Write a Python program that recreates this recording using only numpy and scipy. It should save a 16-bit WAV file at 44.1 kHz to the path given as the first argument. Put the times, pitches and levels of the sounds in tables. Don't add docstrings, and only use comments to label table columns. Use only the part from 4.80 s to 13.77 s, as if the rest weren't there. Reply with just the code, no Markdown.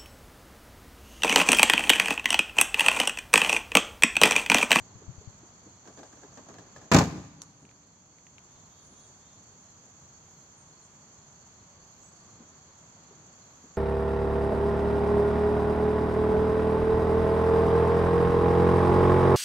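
import sys
import numpy as np
from scipy import signal
from scipy.fft import rfft, irfft, next_fast_len
from scipy.io import wavfile
from scipy.ndimage import uniform_filter1d, minimum_filter1d, map_coordinates

SR = 44100
rng = np.random.default_rng(int(sys.argv[2]) if len(sys.argv) > 2 else 0)


def output_pcm(signal):
    pcm = np.clip(np.atleast_2d(signal).T, -1, 1) * 32767
    wavfile.write(sys.argv[1], SR, np.round(pcm).astype(np.int16))


N = 395577

# t/s, relative levels of cabin boom/dB, panel/dB, latch steel/dB
SLAM_CONTACTS = [(2.1154, -28.5, -13, -20), (2.12, -29.5, -13, -21.5), (2.1353, -24.5, -21, -19.5),
                 (2.1442, -24.5, -13, -13), (2.147, -9.5, -16.5, -24), (2.163, -28, -15.5, -20),
                 (2.1858, -19, -23, -16), (2.194, -28, -21.5, -33), (2.207, -34.5, -19, -42)]
# f/Hz, relative level/dB
HOLLOW_COLOUR = [(60, -26), (150, -2), (280, 1.5), (400, 1.5), (550, -6.5), (1000, -11.5), (2000, -25.5),
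                 (6000, -54)]
# f/Hz, likeness (1 = the same, 0 = unrelated)
FAR_LIKENESS = [(60, 0.83), (130, 1), (290, 0.82), (640, 0.8), (1410, 0.12), (3100, -0.097), (6820, -0.094),
                (15000, 0.04)]


def amp(db):
    return 10 ** (np.asarray(db) / 20)


def unit(x):
    return x / np.sqrt(np.mean(x ** 2) + 1e-20)


def along(points, hz):
    f, value = np.transpose(points)
    return np.interp(np.log(hz + 1), np.log(f + 1), value)


def clock(count=N):
    return np.arange(count) / SR


def wobble(rate):
    knots = rng.standard_normal(int(N * rate / SR) + 4)
    return map_coordinates(knots, [clock() * rate])


def filtered(x, response):
    n = x.shape[-1]
    padded = next_fast_len(n + 8192)
    spectrum = rfft(x, padded) * response(np.fft.rfftfreq(padded, 1 / SR))
    return irfft(spectrum, padded)[..., :n]


def add(track, s, sound):
    start = max(round(s * SR), 0)
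    part = track[..., start:][..., :sound.shape[-1]]
    part += sound[..., :part.shape[-1]]


def noise(colour, alike, count=N):
    def mid_side(hz):
        turn = np.arccos(np.clip(along(alike, hz), -1, 1)) / 2
        return colour(hz) * np.array([np.cos(turn), np.sin(turn)])

    mid, side = filtered(rng.standard_normal((2, count)), mid_side)
    return unit(np.array([mid + side, mid - side]))


def shape(points):
    return lambda hz: amp(along(points, hz))


def band(centre_hz, width):
    return lambda hz: 1 / (1 + ((hz - centre_hz) / width) ** 4)


def leaning(x, points):
    return filtered(x, lambda hz: amp(np.outer([1, -1], along(points, hz)) / 2))


def strike(hz, t60, attack):
    t = clock(SR)
    return amp(-60 * t / t60) * (1 - np.exp(-t / attack)) * np.sin(2 * np.pi * hz * t)


def burst(colour, t60, attack):
    # f/Hz, likeness (1 = the same, 0 = unrelated)
    near_likeness = [(60, .97), (150, .995), (300, 0.9), (600, 0.86), (1200, .5), (3000, 0), (7000, 0.33),
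                     (12000, 0)]
    t = clock(SR // 2)
    return noise(colour, near_likeness, len(t)) * amp(-60 * t / t60) * (1 - np.exp(-t / attack))


def snap(centre_hz):
    def colour(hz):
        resonance = hz / np.abs(centre_hz ** 2 - hz ** 2 + .35j * hz * centre_hz)
        return resonance / np.sqrt(1 + (hz / 8500) ** 7)

    crack = amp(-2.5) * burst(colour, t60=0.0081, attack=0.00022)
    ring = amp(-23.0) * burst(colour, t60=0.065, attack=0.0021)
    out = crack + ring
    add(out, 0, amp(3.0) * strike(centre_hz, t60=0.0048, attack=0.00041))
    return out


def slam():
    # f/Hz, relative level/dB, time to fall 60 dB/s
    cabin_modes = [(77.1, -8.5, 0.35), (102.7, -3.5, 0.27), (135.3, -1, 0.22), (158.3, 3.5, 0.22),
                   (180, 3, 0.2), (213.7, -2.5, 0.27), (250, 0, 0.23), (275, -2.5, 0.197),
                   (302, -0.5, 0.21), (321, -7, 0.078), (418.5, -11.5, 0.226), (471.6, -8.5, 0.23),
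                   (550, -12, .17), (637, -17, .15), (705, -11.5, 0.23), (789, -7, 0.2), (824, -9, 0.16),
                   (898, -16, 0.14), (1050, -15, 0.23), (1184, -16, .12), (1490, -11.5, 0.13),
                   (2220, -18, 0.092), (2650, -22, 0.15), (4530, -18, 0.06)]
    # f/Hz, relative level/dB
    panel_colour = [(50, -22), (90, 0), (200, 5.5), (380, -2), (600, -1), (900, -1), (1300, -6.5),
                    (1900, -11), (3000, -18.5), (6000, -42.5), (15000, -45)]
    # f/Hz, relative level/dB
    steel_colour = [(300, -27.5), (1200, 1.5), (2300, 2.5), (3200, -3), (4200, 1.5), (5300, -0.5),
                    (6600, 3), (7500, -1.5), (8300, -13.5), (11000, -17), (15500, -21)]
    out, linkage = np.zeros((2, 2, N))
    boom = sum(amp(db) * strike(hz, t60, attack=0.0027) for hz, db, t60 in cabin_modes)
    for s, boom_db, panel_db, steel_db in SLAM_CONTACTS:
        add(out, s, amp(boom_db - 5) * boom)
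        add(out, s, amp(panel_db) * burst(shape(panel_colour), t60=.11, attack=0.00094))
        add(out, s, amp(steel_db + 0.5) * burst(shape(steel_colour), t60=0.029, attack=0.00065))
        add(linkage, s, amp(steel_db - 11.5) * burst(shape(steel_colour), t60=0.23, attack=0.0036))
    chatter = unit(amp(4 * wobble(260)))
    return out + chatter * linkage


def spring():
    t = np.maximum(clock() - SLAM_CONTACTS[0][0], 0)
    return amp(-52.5 - 60 * t / 3.8) * np.sin(2 * np.pi * 289 * t)


def creaks():
    # t/s, relative level/dB, knock relative to the slip/dB
    strong = [(1.074, -38, -8), (1.174, -40.5, -6), (1.191, -38, -11.5), (1.231, -37.5, -18),
              (1.328, -43, -12), (1.434, -42, -5.5), (1.573, -37, -3.5), (1.686, -39, -4), (1.74, -40, -13),
              (1.784, -37, -13), (1.962, -36.5, -15), (2.015, -42, -10.5)]
    # f/Hz, relative level/dB
    hinge_colour = [(200, -19.5), (400, -1), (600, 3.5), (800, 4.5), (980, -6), (1170, 2), (1450, -13),
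                    (1630, -1), (1760, -7), (2000, -12.5), (4000, -15), (7000, -11), (9000, -31),
                    (15000, -40)]
    out = np.zeros((2, N))
    slots, slot_s = np.linspace(1.055, 2.08, 9, endpoint=False, retstep=True)
    weak = [(s + slot_s * rng.random(), -48.5 + 1.5 * rng.normal(), -6.5) for s in slots]
    for s, db, knock_db in [*strong, *weak]:
        add(out, s, amp(db - 4.5) * burst(shape(hinge_colour), t60=0.029, attack=.0004))
        tone_db = db - 10.5 + 2 * rng.normal()
        tone_hz = 1680 * (1 + .03 * rng.normal())
        add(out, s, amp(tone_db) * strike(tone_hz, t60=0.036, attack=0.00067))
        add(out, s, amp(db - 12.5) * burst(shape(hinge_colour), t60=0.17, attack=0.0026))
        answer = burst(shape(HOLLOW_COLOUR), t60=0.14, attack=0.0044)
        add(out, s + 0.00299, amp(db + knock_db + 2.5) * answer)
    return out


def clicks():
    # f/Hz, relative level/dB
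    lock_parts = [(1200, -19), (2680, -18), (4700, -13), (6700, -1)]
    # t/s, relative level/dB
    control_clicks = [(2.852, -44), (2.8918, -43), (2.9128, -39.5), (3.031, -49), (3.385, -46),
                      (3.468, -44), (3.5822, -35.5)]
    lock_s, lock_db = 2.6185, -21
    rebound_s, rebound_db = 0.0085, -17
    out = np.zeros((2, N))
    for k in range(3):
        for hz, db in lock_parts:
            add(out, lock_s + k * rebound_s, amp(lock_db + db + rebound_db * (k > 0)) * snap(hz))
    door_skin = burst(band(1240, 300), t60=0.11, attack=.012)
    add(out, lock_s, amp(lock_db - 27) * door_skin)
    for s, db in control_clicks:
        add(out, s, amp(db) * snap(2370))
    return out


def knocks():
    # t/s, relative level/dB, ring f/Hz
    body_knocks = [(.217, -47, 440), (.41, -49, 430), (.632, -46, 305), (.86, -45.5, 308),
                   (2.845, -49, 210), (4.122, -48.5, 214), (7.487, -52, 1150), (7.603, -42.5, 235),
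                   (8.309, -45, 387), (8.838, -47.5, 252)]
    out = np.zeros((2, N))
    for s, db, hz in body_knocks:
        add(out, s, amp(db - 7.0) * burst(shape(HOLLOW_COLOUR), t60=0.15, attack=0.0039))
        add(out, s, amp(db + 1) * strike(hz, t60=0.063, attack=0.0018))
    return out


def handling():
    # t/s, relative level/dB, f/Hz
    bumps = [(.006, -44.5, 100), (.153, -45.5, 110), (.279, -37, 77.6), (.291, -35, 129), (0.38, -41, 83.5),
             (.474, -36.5, 106)]
    out = np.zeros(N)
    for s, db, hz in bumps:
        add(out, s, amp(db + 2.5) * strike(hz, t60=0.066, attack=0.0025))
    lean_db = 16.5
    return np.outer(amp([lean_db / 2, -lean_db / 2]), out)


def yard(x):
    # f/Hz, time to fall 60 dB/s
    tail_t60 = [(60, 1.1), (200, 1.1), (500, 0.76), (1500, 1.04), (5000, 1.04), (9000, 0.91), (15000, 0.67)]
    # delay/s, level against the dulled sound/dB
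    echoes = [(.115, -23), (.178, -23.5), (.232, -25.5), (.42, -40), (.68, -39.5)]
    hz, t, z = signal.stft(noise(np.ones_like, FAR_LIKENESS, SR), SR, nperseg=256)
    decay = amp(-60 * t / along(tail_t60, hz)[:, None])
    fade = signal.istft(z * decay, SR, nperseg=256)[1]
    tail = fade * (1 - np.exp(-clock(fade.shape[1]) / 0.0092))
    tail = tail / np.linalg.norm(tail[0])
    out = amp(-18.0) * signal.fftconvolve(x, tail, axes=1)[:, :N]
    dull = filtered(x, lambda hz: 1 / (1 + 1j * hz / 450))
    for delay, db in echoes:
        add(out, delay, amp(db) * dull)
    return out


def near_cricket(pitch_hz, db, stroke_gap):
    # first chirp t/s, last chirp t/s, number of chirps
    bouts = [(.15, .5, 2), (.94, 3.09, 6), (3.81, 5.98, 7), (6.43, 8.67, 7)]
    out, u = np.zeros((2, N)), np.linspace(0, 1, SR // 32)
    for middle in np.concatenate([np.linspace(*bout) for bout in bouts]):
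        for k in (-1, 0, 1):
            pitch = pitch_hz * (1 + .003 * rng.normal() - 0.023 * u ** 2)
            phase = 2 * np.pi * np.cumsum(pitch) / SR + 0.88 * rng.standard_normal((2, 1))
            stroke = amp(db + rng.normal()) * np.sin(np.pi * u) * np.sin(phase)
            add(out, middle + k * stroke_gap - len(u) / SR / 2, stroke)
    return out


def far_cricket(pitch_hz, width, db, depth_db, slow_depth_db):
    # t/s, chirps per second
    tempo_points = [(0, 2.35), (2.3, 2.85), (6.45, 3.16), (6.7, 2.48), (9, 2.68)]
    tempo = np.interp(clock(), *np.transpose(tempo_points))
    turns = np.cumsum(tempo) / SR
    first_turn = np.interp(.41, clock(), turns)
    swell = np.cos(2 * np.pi * (turns - first_turn))
    slowness = (tempo.max() - tempo) / np.ptp(tempo)
    swell_db = depth_db * swell + slow_depth_db * slowness * (1 + swell) / 2
    level = amp(db + swell_db + 1.5 * wobble(50) + .5 * wobble(2.2))
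    return level * noise(band(pitch_hz, width), FAR_LIKENESS)


def bush_cricket():
    first_s, gap_s, length_s = 3.97, 1.6, .4
    gate = np.zeros(N)
    for middle in np.arange(first_s, N / SR, gap_s):
        add(gate, middle - length_s / 2, np.hanning(int(length_s * SR)))
    return amp(-83.5) * gate * noise(band(12600, 600), FAR_LIKENESS)


def crickets():
    # f/Hz, relative level/dB
    chorus_colour = [(3000, -53), (5000, -22), (5800, -10.5), (6250, 0.5), (6550, -1), (6750, -1),
                     (7200, -1.5), (7600, -12), (8000, -33), (9500, -36.5)]
    shimmer = amp(-57.5 + .3 * wobble(4) + wobble(70))
    chorus = shimmer * noise(shape(chorus_colour), FAR_LIKENESS)
    low_trill = amp(-78.5) * noise(band(3290, 170), FAR_LIKENESS)
    high_trill = amp(-79.5) * noise(band(4210, 70), FAR_LIKENESS)
    near = near_cricket(pitch_hz=4210, db=-67.5, stroke_gap=.045)
    far = far_cricket(pitch_hz=4494, width=180, db=-74.0, depth_db=1.5, slow_depth_db=3)
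    return chorus + low_trill + high_trill + near + far + bush_cricket()


def whistles():
    # start t/s, length/s, starting f/Hz, fall/Hz, relative level/dB
    notes = [(1.08, 0.31, 8700, 660, -75), (2.79, 0.085, 8900, 605, -74), (3.989, 0.18, 9600, 520, -71.5),
             (4.166, 0.14, 9530, 1320, -70.5), (5.769, .07, 9100, 800, -69), (6.02, 0.055, 8900, 700, -71),
             (7.21, .11, 7840, 120, -63)]
    song = np.zeros(N)
    for s, length, hz, fall_hz, db in notes:
        u = np.linspace(0, 1, int(length * SR))
        pitch = (hz - fall_hz * u ** 1.3) * (1 + .004 * wobble(250)[:len(u)])
        level = amp(db + 2 * wobble(30)[:len(u)]) * np.sqrt(np.abs(np.sin(np.pi * u)))
        add(song, s, level * np.sin(2 * np.pi * np.cumsum(pitch) / SR))
    return song


def hoarse_calls():
    # middle t/s, half length/s, top pitch f/Hz before the rasp, relative level/dB
    calls = [(3.761, .09, 402, -73.5), (3.978, 0.088, 418, -70), (4.201, .1, 420, -70),
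             (4.494, .09, 404, -70.5)]
    t, out = clock(), np.zeros(N)
    for s, half, pitch_hz, db in calls:
        u = (t[np.abs(t - s) < half] - s) / half
        rasp = .016 * wobble(500)[:len(u)]
        pitch = pitch_hz * (1 - .07 * u ** 2 + rasp)
        phase = 2 * np.pi * np.cumsum(pitch) / SR
        throat = band(3520, 330)
        cry = sum(throat(k * pitch) * np.sin(k * phase) for k in range(7, 12))
        rough = unit(cry * amp(2.8 * wobble(59)[:len(u)]))
        add(out, s - half, amp(db - 2) * rough * np.sqrt(1 - u ** 2))
    return out


def traffic():
    # f/Hz, relative level/dB
    hum_colour = [(25, -18), (50, -9), (85, 0.5), (170, 0.5), (300, -7.5), (500, -10), (1100, -9),
                  (1800, -16), (2800, -20.5), (5000, -22), (8000, -63.5), (15000, -55)]
    # t/s, hum level/dB, extra level of the low end/dB
    course = [(0, -56.5, 5), (1, -58, 0.5), (2, -55.5, 0), (3.4, -59, 2), (5.2, -58.5, -1), (6.9, -58, 0.5),
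              (8.9, -56.5, -2)]
    s, hum_db, rumble_db = np.transpose(course)
    hum = noise(shape(hum_colour), FAR_LIKENESS)
    low = filtered(hum, lambda hz: 1 / (1 + (hz / 260) ** 2))
    swell = amp(np.interp(clock(), s, rumble_db) + 1.11 * wobble(9))
    return amp(np.interp(clock(), s, hum_db)) * (hum + low * (swell - 1))


def scene():
    # f/Hz, left over right/dB
    car_lean = [(100, .5), (280, 1), (600, 2.5), (1100, 0.5), (2200, 0), (4200, 2), (6500, -5),
                (9000, -2.5), (13000, 2)]
    # f/Hz, left over right/dB
    far_lean = [(60, -0.5), (110, 1.5), (200, 0.5), (380, 1.0), (700, 1.5), (1290, -1), (2380, 1),
                (4400, -0.5), (8120, -4.5), (15000, 2.5)]
    bass_cut = signal.butter(5, 70, "highpass", fs=SR, output="sos")
    door = signal.sosfilt(bass_cut, slam()) + spring()
    car = leaning(door + creaks() + knocks() + clicks(), car_lean)
    birds = whistles() + hoarse_calls()
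    answers = yard(car + amp(14.0) * birds)
    surroundings = leaning(traffic() + crickets() + birds, far_lean)
    return car + answers + surroundings + handling()


def gain_control(x, threshold_db, most_db, hold, release):
    power = np.abs(uniform_filter1d(np.mean(x ** 2, axis=0), size=1024))
    level_db = 10 * np.log10(power + 1e-12)
    needed_db = -np.clip(level_db - threshold_db, 0, most_db)
    held_count, ease_count = int(hold * SR) // 2, int(release * SR) // 2
    held_db = minimum_filter1d(needed_db, 2 * held_count + 1, origin=held_count, mode="nearest")
    gain_db = uniform_filter1d(held_db, 2 * ease_count + 1, origin=ease_count, mode="nearest")
    return x * amp(gain_db)


def record(dry):
    held = gain_control(dry, threshold_db=-36, most_db=3.5, hold=0.94, release=0.45)
    rounded = held / (1 + np.abs(held / .9) ** 8) ** (1 / 8)
    return filtered(rounded, lambda hz: np.clip((16000 - hz) / 300, 0, 1))


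dry = scene()
out = record(dry)
output_pcm(out)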